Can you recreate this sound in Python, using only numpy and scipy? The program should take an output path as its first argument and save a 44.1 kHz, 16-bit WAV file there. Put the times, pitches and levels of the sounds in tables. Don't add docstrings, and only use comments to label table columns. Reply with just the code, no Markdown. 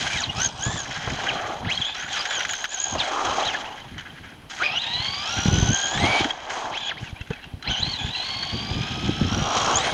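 import sys
import numpy as np
from scipy import signal
from scipy.fft import rfft, irfft
from scipy.io import wavfile

SR = 44100
rng = np.random.default_rng(int(sys.argv[2]) if len(sys.argv) > 2 else 0)


def makeup_ratio(level_db):
    decades = np.asarray(level_db, float) / 20
    return 10 ** decades


def waveform_to_disk(signal):
    frames = np.transpose(np.atleast_2d(signal))
    scaled = np.clip(frames, -1, 1) * 32767
    samples = np.round(scaled).astype(np.int16)
    wavfile.write(sys.argv[1], SR, samples)


N = 437913
TIME = np.arange(N) / SR

PINION, SPUR, TOP_GEAR = 17, 90, 22
LASH_HZ = 35
BITE_S = 0.0061
CLUTCH_DB_PER_S, IDLE_DB = 1496.5, -84.5
SHUDDER_DB_PER_S = 243
SHAKE_SHARE, DUCK_SHARE = 0.69, 0.5
GRIT_THROB, GRIT_SHARP = 0.45, 6
CONTROLLER_HZ, INSECTS_HZ = 8110, 10080
SPLIT_HZ = 2470, 4740
RING_RISE_S, RING_FALL_S = 0.0022, 0.0041
PATCH_DB_PER_S, SKID_DB_PER_S = (181, 134), (59, 63.5)
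SPIN_DB_PER_S, GUST_DB_PER_S = (2502, 124), (240, 286)
DULL_DB = 3.5
HUSH_DB, RECOVER_DB_PER_S = -72.5, 11
TOP_HZ = 15750

# t/s, mesh f/Hz, load level/dB
BRAKE = [(0, 9390, -32), (.15, 9570, -25), (.205, 6850, -32), (.225, 5330, -21.5), (.24, 4050, -22.5),
         (.252, 3300, -28), (.274, 2856, -42.5), (.31, 2870, -34), (.335, 3200, -38.5)]
# t/s, mesh f/Hz, load level/dB
BLIP = [(0.361, 4940, -27), (0.389, 5350, -22.5), (0.418, 6170, -20.5), (0.468, 6590, -24.5),
        (.48, 5830, -26), (.495, 5250, -28), (.53, 4820, -38.5)]
# t/s, mesh f/Hz, load level/dB
ARC = [(0.551, 4890, -37), (.64, 6750, -26.5), (0.7, 7100, -28), (.76, 7300, -27.5), (.82, 6400, -31.5),
       (.85, 6000, -38)]
# t/s, mesh f/Hz, load level/dB
COAST = [(.86, 5700, -39), (.92, 5350, -31), (1.04, 5250, -36), (1.08, 4700, -44), (1.125, 5190, -31.5),
         (1.16, 4700, -46), (1.27, 3300, -43), (1.29, 3053, -25), (1.324, 1344, -29)]
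# t/s, mesh f/Hz, load level/dB
SQUEAL = [(1.664, 1380, -27), (1.683, 1745, -26), (1.702, 2240, -27), (1.726, 3333, -25),
          (1.741, 4080, -27), (1.757, 4213, -26), (1.79, 3994, -40)]
# t/s, mesh f/Hz, load level/dB
GRIP = [(1.806, 3850, -24), (1.818, 3300, -23), (1.834, 3041, -26), (1.861, 3360, -26.5),
        (1.898, 3466, -21.5), (1.931, 3493, -29)]
# t/s, mesh f/Hz, load level/dB
SKIP = [(1.949, 5190, -23.5), (2.01, 6400, -26.5), (2.04, 6590, -38), (2.112, 7470, -30),
        (2.145, 6200, -25), (2.172, 5100, -18), (2.21, 4720, -18)]
# t/s, mesh f/Hz, load level/dB
SWERVE = [(2.23, 5300, -21.5), (2.26, 6300, -39), (2.31, 7165, -24), (2.358, 6700, -26),
          (2.399, 5810, -21.5), (2.449, 5950, -30)]
# t/s, mesh f/Hz, load level/dB
BOUNCE = [(2.469, 6300, -43.5), (2.498, 6870, -24.5), (2.568, 6200, -28), (2.631, 6500, -31),
          (2.675, 6200, -36.5), (2.728, 7170, -20.5), (2.769, 6130, -23), (2.82, 6780, -22.5),
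          (2.951, 6450, -24.5)]
# t/s, mesh f/Hz, load level/dB
SLUMP = [(2.989, 4948, -17), (3.005, 3609, -14.5), (3.022, 2200, -22.5)]
# t/s, mesh f/Hz, load level/dB
REVERSE = [(3.414, 2200, -39), (3.44, 3390, -31), (3.465, 4140, -24), (3.489, 3224, -23),
           (3.524, 2590, -33), (3.551, 1712, -30), (3.61, 900, -42.5)]
# t/s, mesh f/Hz, load level/dB
LAUNCH = [(4.603, 1253, -32), (4.626, 1538, -25.5), (4.639, 2410, -20), (4.659, 2540, -20.5),
          (4.691, 2378, -24.5), (4.782, 2985, -22), (4.8, 3790, -26.5), (4.831, 4040, -23),
          (4.855, 3496, -22)]
# t/s, mesh f/Hz, load level/dB
SPRINT = [(4.862, 3690, -23.5), (4.95, 4010, -25), (5.2, 4780, -24), (5.261, 5020, -22.5),
          (5.298, 5636, -20), (5.5, 5850, -21.5), (5.528, 5960, -27.5)]
# t/s, mesh f/Hz, load level/dB
DASH = [(5.53, 6045, -20.5), (5.7, 6175, -24), (5.74, 6440, -22.5), (5.901, 6710, -26), (5.961, 7050, -26),
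        (6.05, 8830, -15), (6.102, 9320, -17), (6.207, 9300, -14.5)]
# t/s, mesh f/Hz, load level/dB
SPURT = [(6.72, 1398, -33), (6.774, 3237, -22), (6.8, 3599, -28), (6.851, 3320, -25), (6.891, 3380, -23),
         (6.923, 1320, -32.5)]
# t/s, mesh f/Hz, load level/dB
RESTART = [(7.645, 1300, -38), (7.675, 2100, -24.5), (7.704, 3163, -17.5), (7.77, 2950, -24),
           (7.801, 3190, -22), (7.829, 3943, -27.5), (7.915, 4480, -26), (7.95, 3944, -25),
           (7.974, 3900, -29)]
# t/s, mesh f/Hz, load level/dB
LULL = [(7.99, 3414, -25), (8.03, 3402, -28.5), (8.085, 3390, -28.5), (8.11, 3830, -28)]
# t/s, mesh f/Hz, load level/dB
RETURN = [(8.13, 3974, -27), (8.2, 4050, -24.5), (8.28, 4325, -25), (8.5, 4476, -26.5), (8.75, 4876, -26),
          (8.9, 5150, -23.5), (9.279, 5330, -22.5), (9.349, 5755, -19.5)]
# t/s, mesh f/Hz, load level/dB
FINISH = [(9.372, 5780, -21.5), (9.5, 5680, -23.5), (9.7, 5583, -23.5), (9.725, 5650, -26.5),
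          (9.748, 6220, -26), (9.781, 6950, -23), (9.828, 8275, -24.5), (9.866, 8883, -19.5),
          (9.93, 9100, -21)]
# t/s, length/s, from f/Hz, to f/Hz, load level/dB
TWITCHES = [(3.397, 0.0093, 3250, 4185, -30), (1.649, 0.01, 1600, 2690, -31),
            (6.972, 0.034, 1860, 2955, -36), (7.05, 0.047, 1935, 1518, -44),
            (7.161, 0.062, 1576, 2110, -50), (7.263, 0.019, 1730, 1830, -62),
            (7.309, 0.07, 1761, 1572, -50), (7.424, 0.025, 1700, 1904, -49),
            (7.473, 0.026, 1880, 1720, -56), (3.654, 0.03, 1692, 1970, -45),
            (3.713, 0.023, 1893, 2060, -49.5), (3.773, 0.043, 2020, 2050, -49)]
# mesh f/Hz, level/dB
WHINE = [(1200, -1.5), (3400, -4.5), (4100, -3.5), (4650, -7), (5200, -18.5), (6700, -2), (7400, -20),
         (9400, -35)]
# mesh f/Hz, level/dB
SECOND = [(1300, -16), (3200, -22.5), (4200, -21), (5500, -19.5), (6800, -14), (9400, -18.5)]
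# f/Hz, level/dB
OVERTONE = [(2400, -15), (4200, -15), (5200, -15), (6800, -16), (7700, -35), (8800, -37), (10500, -30),
            (12000, -33), (13000, -48)]
# f/Hz, level/dB
OCTAVE = [(2000, 1), (2800, -5), (3300, -4), (3900, 2), (4250, -17)]
# f/Hz, level/dB
TWELFTH = [(2000, 1), (2600, 2), (3200, 7.5), (4000, -23), (4600, -16), (5500, -31), (7000, -30)]
# t/s, length/s, extra level/dB
STRAINS = [(.15, 0.051, 13.5), (.38, 0.073, 5), (.63, 0.2, 11), (2.1, 0.06, 2), (2.29, 0.11, 1.5),
           (5.0, .25, 1.5), (5.7, 0.26, 5.5), (6.04, 0.14, 8.5), (8.0, 0.098, -2), (4.85, 0.13, -1),
           (5.3, 0.28, -2)]
# t/s, length/s, extra level/dB
WINDUP = [
    (2.34, 0.066, 6),
    (5.75, 0.15, -3),
    (9.73, 0.16, 10),
]
# t/s, extra level/dB
BITES = [(0.302, 15.5), (.421, 0), (.449, 2), (.463, 3.5), (1.29, 10.5), (1.722, 9), (1.821, 13),
         (1.853, 9.5), (1.712, 6), (1.867, 13), (3.52, 5), (3.555, 4), (2.744, 6), (2.8, 7), (2.841, 8.5),
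         (3.438, 10), (3.466, 2.5), (3.488, 5), (4.611, 9.5), (4.635, 2.5), (4.779, 8), (4.815, 0),
         (4.832, -1), (4.905, -1), (4.95, 11), (4.975, 0), (5.747, 4), (6.773, 6), (6.894, 4), (6.915, 8),
         (7.676, 1), (7.7, -8), (7.712, -0.5), (7.77, 0.5), (7.799, -1.5), (7.83, 8), (7.84, 3.5),
         (7.87, 5), (8.428, 9.5), (9.765, 9)]
# t/s, length/s, level/dB
CONTROLLER = [
    (.33, .45, -55),
    (2.45, 0.79, -62),
    (5.4, 0.6, -84),
    (7.8, 0.98, -68),
    (9.0, 0.55, -66),
    (9.6, .22, -58),
]
# t/s, distance/m
DISTANCE = [(0, 1.26), (1.15, 0.97), (1.45, 5.8), (2.2, 4.53), (3.2, 2.1), (4.7, 3.3), (5.7, 2.69),
            (6.55, 3.55), (6.8, 3.65), (8.0, 1.775), (9.2, 7.6), (9.6, 1.6)]
# mesh f/Hz, level/dB
GRIT = [(1300, -36), (3400, -13), (4500, -8), (6200, -2), (7200, 0), (9400, -9.5)]
# f/Hz, level/dB per Hz
CHASSIS = [(600, -31.5), (1000, -21.5), (1360, -2.5), (1620, 3.5), (1850, 1), (2750, -9.5), (3210, 1),
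           (3650, -6), (4490, -15.5), (5690, -13), (6500, -8), (7500, -23.5), (8600, -33), (15700, -69.5)]
# f/Hz, width/Hz, level/dB over rattle
PANELS = [
    (777, 170, -18.5),
    (1600, 230, -22),
    (3220, 330, -19.5),
    (4050, 140, -23.5),
]
# t/s, peak level/dB, f/Hz
RINGS = [(.632, -15, 3220), (1.777, -12.5, 3260), (2.065, -24, 1480), (2.984, -22, 2800), (3.82, -34, 3080),
         (3.99, -28, 3010), (4.105, -35, 3132), (5.02, -38, 3146), (5.063, -27, 3270), (5.085, -17, 3222),
         (6.308, -13.5, 3260), (6.66, -21, 996), (7.216, -29, 2688), (6.209, -14, 316.5),
         (6.257, -19, 300.6), (7.311, -21, 454), (7.677, -19, 4090), (7.274, -44, 2710), (7.445, -36, 2810),
         (7.335, -28, 2587), (7.628, -33, 4048), (8.152, -20.5, 2749)]
# t/s, length/s, level/dB
PATCHES = [(.44, 0.017, -52), (.9, 0.47, -22.5), (2.0, 0.4, -24.5), (3.04, 0.57, -25.5), (3.7, 0.61, -36),
           (5.56, 0.023, -44.5), (6.08, 0.036, -20.5), (6.2, 0.34, -26.5), (7.05, 0.031, -43),
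           (7.3, 0.054, -36), (7.45, 0.03, -49), (9.85, 0.079, -26)]
# f/Hz, level/dB per Hz
TYRES = [(88, -20.5), (150, -43), (242, -12.5), (461, -8.5), (558, -6.5), (760, 1.5), (1100, -2.5),
         (1270, -8), (2600, -24.5), (3380, -66), (5720, -120)]
# t/s, length/s, level/dB
SKIDS = [(.17, 0.026, -35.5), (.43, 0.0084, -32.5), (.66, 0.15, -28.5), (1.25, 0.26, -24),
         (2.3, 0.11, -34.5), (3.04, 0.094, -21), (3.25, 0.17, -18), (5.5, 0.41, -36.5), (6.05, 0.16, -20),
         (6.6, 0.041, -22.5), (9.55, 0.18, -17.5), (9.85, .1, -26)]
# t/s, length/s, level/dB
TREAD = [
    (1.365, 0.14, -30),
    (3.16, 0.242, -21.5),
    (6.0, 0.26, -36),
    (9.55, 0.208, -21),
    (9.3, 0.18, -33.5),
]
# t/s, length/s, level/dB
SPINS = [
    (0, 0.16, -22.5),
    (1.7, 0.098, -28.5),
    (4.5, 0.11, -30),
    (6.5, 0.075, -24.5),
    (3, 0.055, -26),
    (2.11, 0.073, -28),
    (7, 0.042, -38),
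]
# t/s, peak level/dB, bright share level/dB
HOPS = [(0.2962, -42, -49), (1.8152, -45, -47), (1.951, -20.5, -39), (2.2534, -12, -48.5),
        (2.308, -12.5, -39), (2.4053, -13, -27), (2.45, -12, -41), (2.492, -13, -25), (2.534, -12.5, -19),
        (2.5877, -22.5, -29), (2.6418, -12.5, -20), (2.654, -17, -35), (2.952, -22, -28),
        (2.9947, -31, -51), (3.8001, -34, -32.5), (3.9807, -24, -35), (3.995, -25, -40), (4.008, -28, -38),
        (4.2589, -36, -34), (5.9749, -13, -35), (6.2436, -12, -30), (6.3052, -20.5, -64), (6.655, -20, -41),
        (6.7696, -19.5, -38), (7.0545, -35.5, -37), (7.101, -47, -28.5), (7.211, -29, -35),
        (7.273, -36, -34), (7.3042, -26.5, -39), (7.333, -31, -36), (7.44, -31.5, -42),
        (7.625, -24.5, -36.5)]
# f/Hz, level/dB per Hz
WIND = [(15, -28), (40, -1.5), (91, 3.5), (135, 3.5), (180, 0.5), (250, -3), (385, -11), (600, -22),
        (900, -75.5)]
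# t/s, length/s, level/dB
GUSTS = [(.39, 0.042, -25.5), (.66, 0.065, -31.5), (.72, 0.023, -25.5), (.97, 0.026, -31.5),
         (1.06, 0.024, -37), (1.335, 0.019, -35), (1.67, 0.0088, -26), (1.8, 0.0047, -32.5),
         (2.95, 0.025, -28), (3.28, 0.029, -39), (5.0, 0.049, -30), (5.49, 0.21, -17), (6.01, 0.023, -19.5),
         (6.22, 0.037, -34), (6.68, 0.027, -49), (7.02, 0.046, -38), (7.3, 0.02, -40.5), (7.54, 0.012, -60),
         (7.7, 0.0092, -33), (7.82, 0.016, -32.5), (8.03, 0.015, -30), (8.58, 0.023, -22),
         (8.76, 0.043, -22), (9.07, 0.357, -21), (9.73, 0.013, -33)]
# t/s, level/dB
BREEZE = [(0, -35), (1.4, -39.5), (2.2, -45.5), (2.7, -56), (3.9, -43.5), (4.5, -49.5), (5.3, -41),
          (6.5, -51.5), (8.3, -42), (9.0, -29), (9.6, -32.5)]
# t/s, peak level/dB, f/Hz, slap share level/dB
THUMPS = [(0.379, -24, 127, -23), (0.665, -18, 111, -25), (1.074, -23, 123, -12), (1.67, -22, 124.4, -31),
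          (2.952, -32, 125, 1), (5.0, -26.5, 109.7, -28), (5.457, -13, 203.2, -37),
          (5.483, -11, 149, -25.5), (5.626, -12, 101, -26), (5.689, -19, 129, -34),
          (6.201, -34, 320.6, -22), (6.25, -29, 284, -18), (7.029, -25, 111.9, -30),
          (7.128, -24.5, 97.5, -44), (7.21, -25, 91, -40), (7.305, -20.5, 158.1, -24),
          (7.538, -24, 90, -38), (7.695, -19, 92, -27), (7.825, -22.5, 78.34, -20.5),
          (8.047, -20.5, 112, -43), (8.808, -20.5, 149.1, -42), (9.093, -16, 293, -34),
          (9.42, -18, 130.1, -24)]
# f/Hz, level/dB per Hz
STREET = [(120, -53.5), (220, -11.5), (1070, -30.5), (3070, -24.5), (7000, -41.5), (8300, -43.5),
          (11000, -41.5), (15750, -50)]
# t/s, depth level/dB
DUCKS = [
    (.08, 4),
    (0.471, 9.5),
    (1.76, 5),
    (2.659, 10),
    (2.999, 2),
    (4.79, 3),
    (6.315, 9.5),
    (7.72, 4),
    (9.859, -8.5),
]
TRAPS_HZ = [1784, 3429, 3569, 3641, 4285, 4500]


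def rms_one(x):
    return x / np.sqrt(np.mean(x ** 2) + 1e-20)


def in_time(rows):
    s, *columns = np.transpose(rows)
    return [np.interp(TIME, s, c) for c in columns]


def at_hz(points, hz):
    table_hz, db = np.transpose(points)
    return np.interp(np.log(hz), np.log(table_hz), db)


def power_sum(*levels_db):
    return 10 * np.log10(sum(makeup_ratio(2 * db) for db in levels_db))


def spells(rows, rise, fall):
    levels = []
    for s, length, db in rows:
        early = np.clip(s - TIME, 0, 1)
        late = np.clip(TIME - s - length, 0, 1)
        levels.append(db - rise * early - fall * late)
    return power_sum(*levels)


def drift(rate):
    r = np.exp(-16 * np.pi * rate / SR)
    noise = rng.standard_normal(N // 8 + 4002)
    slow = rms_one(signal.lfilter([1], [1, -2 * r, r * r], noise)[4000:])
    return np.interp(np.arange(N) / 8, np.arange(len(slow)), slow)


def colour(x, spectrum):
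    log_gain = at_hz(spectrum, np.linspace(1, SR / 2, 2049)) * np.log(10) / 20
    cepstrum = irfft(log_gain)
    cepstrum[1:2048] *= 2
    cepstrum[2049:] = 0
    return signal.fftconvolve(x, irfft(np.exp(rfft(cepstrum))))[:N]


def butter(x, hz, kind, order=4):
    return signal.sosfilt(signal.butter(order, hz, kind, fs=SR, output="sos"), x)


def grains(spread_db):
    size_db = spread_db * np.minimum(rng.exponential(1, N), 6)
    return rng.standard_normal(N) * makeup_ratio(size_db)


def throttle():
    bursts = [BRAKE, BLIP, ARC, COAST, SQUEAL, GRIP, SKIP, SWERVE, BOUNCE, SLUMP, REVERSE, LAUNCH,
              SPRINT, DASH, SPURT, RESTART, LULL, RETURN, FINISH]
    bursts = bursts + [[(s, start, db), (s + length, end, db)] for s, length, start, end, db in TWITCHES]
    hz = in_time(sorted(row for burst in bursts for row in burst))[0]
    load_db = np.full(N, float(IDLE_DB))
    for burst in bursts:
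        outside = np.maximum(burst[0][0] - TIME, 0) + np.maximum(TIME - burst[-1][0], 0)
        burst_hz, burst_db = in_time(sorted(burst))
        burst_db = burst_db - CLUTCH_DB_PER_S * outside
        hz = np.where(burst_db > load_db, burst_hz, hz)
        load_db = np.maximum(load_db, burst_db)
    return hz, load_db


def gear_motion(hz, load_db, dull_db):
    mesh = makeup_ratio(load_db + at_hz(WHINE, hz) - dull_db * hz / 6000)
    stage = makeup_ratio(load_db + at_hz(SECOND, hz) + power_sum(spells(STRAINS, 230, 300), 0))
    shudder = (0.0025 * hz + LASH_HZ) * drift(54.7)
    return hz + shudder, mesh, stage


def spur_throb(teeth, depth, sharp):
    bite = (0.5 + 0.5 * np.cos(2 * np.pi * teeth / SPUR)) ** sharp
    return (1 - depth + depth * bite * makeup_ratio(1.2 * drift(40))) / (1 - 0.45 * depth)


def mesh_throb(hz, teeth, lash):
    depth = np.interp(hz, [3000, 4800, 5250, 6500, 9000], [0.45, 0.6, 0.97, 0.75, 0.35])
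    throb = spur_throb(teeth, depth, sharp=1.8)
    throb = throb * (1 + 0.13 * np.cos(2 * np.pi * teeth / PINION))
    bite_db = sum(db * np.exp(-0.5 * ((TIME - s) / BITE_S) ** 2) for s, db in BITES)
    slowness = np.clip((4200 - hz) / 1500, 0, 1)
    return throb * makeup_ratio(bite_db) * makeup_ratio(2.5 * slowness * lash)


def motor_cogging():
    crawl = [(s, length, db) for s, length, _, _, db in TWITCHES[3:]]
    return makeup_ratio(spells(crawl, CLUTCH_DB_PER_S, CLUTCH_DB_PER_S) + 4.18 * drift(65))


def gears(hz, teeth, mesh, stage):
    lash = drift(45)
    throb = mesh_throb(hz, teeth, lash)
    flutter = 0.7 * np.sin(2 * np.pi * teeth / SPUR)
    ratio = TOP_GEAR / SPUR
    stage = stage * makeup_ratio(1.1 * lash)
    octave_db = at_hz(OVERTONE, 2 * hz) + 2.5 * drift(40)
    octave = mesh * np.sqrt(throb) * makeup_ratio(octave_db) * (2 * hz < TOP_HZ)
    lines = [(1, mesh * throb), (2, octave), (ratio, stage)]
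    windup_db = power_sum(spells(WINDUP, 250, 300), 0)
    for k, tint, lift_db in [(2, OCTAVE, windup_db), (3, TWELFTH, 0)]:
        partial_db = at_hz(tint, k * ratio * hz) + 2.7 * drift(40) + lift_db
        lines.append((k * ratio, stage * makeup_ratio(partial_db)))
    cogging = motor_cogging()
    lines += [(0.5, cogging * makeup_ratio(-8)), (1.5, cogging)]
    out = 0
    for order, level in lines:
        smear = 1 + (order * hz / 8500) ** 4 * (order == 1) + (order == 2)
        blur = (0.45 + 0.15 * order) * butter(drift(160), 450, "low", order=2) * smear
        uneven = 1 + 0.3 * butter(drift(200), 500, "low", order=2)
        phase = 2 * np.pi * order * teeth + blur + flutter * (order == 1)
        out = out + level * uneven * np.sin(phase)
    return np.sqrt(2) * out


def controller_whistle():
    level_db = spells(CONTROLLER, 200, 200) + 1.5 * drift(30)
    return makeup_ratio(level_db) * np.sin(2 * np.pi * CONTROLLER_HZ * TIME + 1.5 * drift(25))


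def rolling(hz, load_db, dull_db):
    held = np.maximum.accumulate(load_db + SHUDDER_DB_PER_S * TIME) - SHUDDER_DB_PER_S * TIME
    shake = -29 + SHAKE_SHARE * (held + 28)
    patch = spells(PATCHES, *PATCH_DB_PER_S)
    skid = spells(SKIDS, *SKID_DB_PER_S)
    spin = spells(SPINS, *SPIN_DB_PER_S)
    rattle = power_sum(shake, patch - 9, skid - 9, spin - 3, -59) - 0.29 * dull_db
    drum = power_sum(shake - 8, patch, skid - 12, spin + 1.5, -47)
    scrub = power_sum(shake - 12, skid, patch - 18, spin - 12, -51.0)
    grit = power_sum(shake + at_hz(GRIT, hz), skid - 8, patch - 16, spin - 4 + dull_db, -79) - dull_db
    return rattle, drum, scrub, grit


def panels(rattle_db):
    out = np.zeros(N)
    for hz, width, db in PANELS:
        band = butter(rng.standard_normal(N), [hz - width / 2, hz + width / 2], "band", order=2)
        out += makeup_ratio(rattle_db + db + 4.24 * drift(34)) * rms_one(band)
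    for s, db, hz in RINGS:
        envelope = np.exp(np.minimum((TIME - s) / RING_RISE_S, (s - TIME) / RING_FALL_S))
        out += makeup_ratio(db) * envelope * np.sin(2 * np.pi * hz * TIME)
    return out


def chassis(teeth, rattle_db, drum_db, grit_db):
    shake = colour(grains(2.8) * makeup_ratio(1.64 * drift(53)), CHASSIS)
    drum = makeup_ratio(drum_db - 13.0 + 4.0 * drift(30)) * rms_one(butter(shake, min(SPLIT_HZ), "low"))
    rattle = makeup_ratio(rattle_db - 6.5 + 0.7 * drift(30)) * rms_one(butter(shake, SPLIT_HZ, "band"))
    bright = rms_one(butter(shake, max(SPLIT_HZ), "high"))
    grit = makeup_ratio(grit_db - 9.0) * spur_throb(teeth, GRIT_THROB, GRIT_SHARP) * bright
    return drum + rattle + grit + panels(rattle_db)


def tyres(scrub_db):
    rub = grains(3.38)
    uneven_db = 1.67 * drift(26.0)
    scrub = makeup_ratio(scrub_db - 4.5 + uneven_db) * rms_one(colour(rub, TYRES))
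    buzz = rms_one(butter(rub, [870, 1200], "band", order=2))
    return scrub + makeup_ratio(spells(TREAD, 100, 160) + uneven_db) * buzz


def wheelspin():
    roar = rms_one(butter(grains(1.6), [1300, 7000], "band"))
    return makeup_ratio(spells(SPINS, *SPIN_DB_PER_S) - 19.0) * roar


def hops():
    knock, tick = np.zeros(N), np.zeros(N)
    after = np.arange(1500) / SR
    for s, db, bright_db in HOPS:
        burst = rng.standard_normal(1500)
        at = round(s * SR)
        knock[at:at + 1500] += makeup_ratio(db + 5.0) * burst * np.exp(-after / 0.0062)
        tick[at:at + 1500] += makeup_ratio(db + bright_db - 3.0) * burst * np.exp(-after / 0.001)
    return butter(colour(knock, CHASSIS), 6600, "low", order=2) + butter(tick, 6200, "high", order=2)


def wind(wind_db):
    eddies = rng.standard_normal(N) * makeup_ratio(5.1 * drift(18.8))
    out = makeup_ratio(wind_db - 1.5) * rms_one(colour(eddies, WIND))
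    after = np.arange(3000) / SR
    for s, db, hz, slap_db in THUMPS:
        at = round(s * SR)
        puff = butter(rng.standard_normal(3000), [300, 1100], "band", order=2)
        slap = makeup_ratio(slap_db + 23.5) * puff * np.exp(-after / 0.012)
        thump = 2.25 * np.sin(2 * np.pi * hz * after) * np.exp(-after / 0.005)
        out[at:at + 3000] += makeup_ratio(db) * (thump + slap)
    return butter(out, 38, "high", order=2)


def ducking():
    gains_db = []
    for s, depth in DUCKS:
        recovery = np.minimum(RECOVER_DB_PER_S * (TIME - s) - depth, 0)
        gains_db.append(np.where(TIME < s, 0, recovery))
    return np.min(gains_db, axis=0)


def street():
    hush = colour(rng.standard_normal(N), STREET)
    hush = hush / np.std(butter(hush, 12800, "high"))
    band = [INSECTS_HZ * 0.993, INSECTS_HZ * 1.007]
    insects = rms_one(butter(rng.standard_normal(N), band, "band", order=2))
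    return makeup_ratio(HUSH_DB + ducking()) * (hush + makeup_ratio(2 * drift(18)) * insects)


def distant_traffic():
    return makeup_ratio(-58.5) * rms_one(butter(rng.standard_normal(N), [22, 70], "band", order=2))


def scene():
    hz, load_db = throttle()
    distance = np.maximum(in_time(DISTANCE)[0], 0.5)
    dull_db = DULL_DB * np.log2(distance / 2)
    rattle_db, drum_db, scrub_db, grit_db = rolling(hz, load_db, dull_db)
    hz, mesh, stage = gear_motion(hz, load_db, dull_db)
    teeth = np.cumsum(hz) / SR
    car = gears(hz, teeth, mesh, stage) + controller_whistle()
    car = car + chassis(teeth, rattle_db, drum_db, grit_db)
    car = car + tyres(scrub_db) + wheelspin() + hops()
    wind_db = power_sum(spells(GUSTS, *GUST_DB_PER_S), in_time(BREEZE)[0])
    mix = makeup_ratio(DUCK_SHARE * ducking()) * car + wind(wind_db) + street() + distant_traffic()
    return mix[None]


def top_cut(x):
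    return signal.sosfilt(signal.butter(12, 15750, fs=SR, output="sos"), x)


def record(dry):
    for hz in TRAPS_HZ:
        dry = signal.lfilter(*signal.iirnotch(hz, hz / 45, SR), dry)
    low_pass = signal.cheby2(12, 70, 1.12 * TOP_HZ, fs=SR, output="sos")
    mix = signal.sosfilt(low_pass, dry)
    return top_cut(mix)


dry = scene()
out = record(dry)
waveform_to_disk(out)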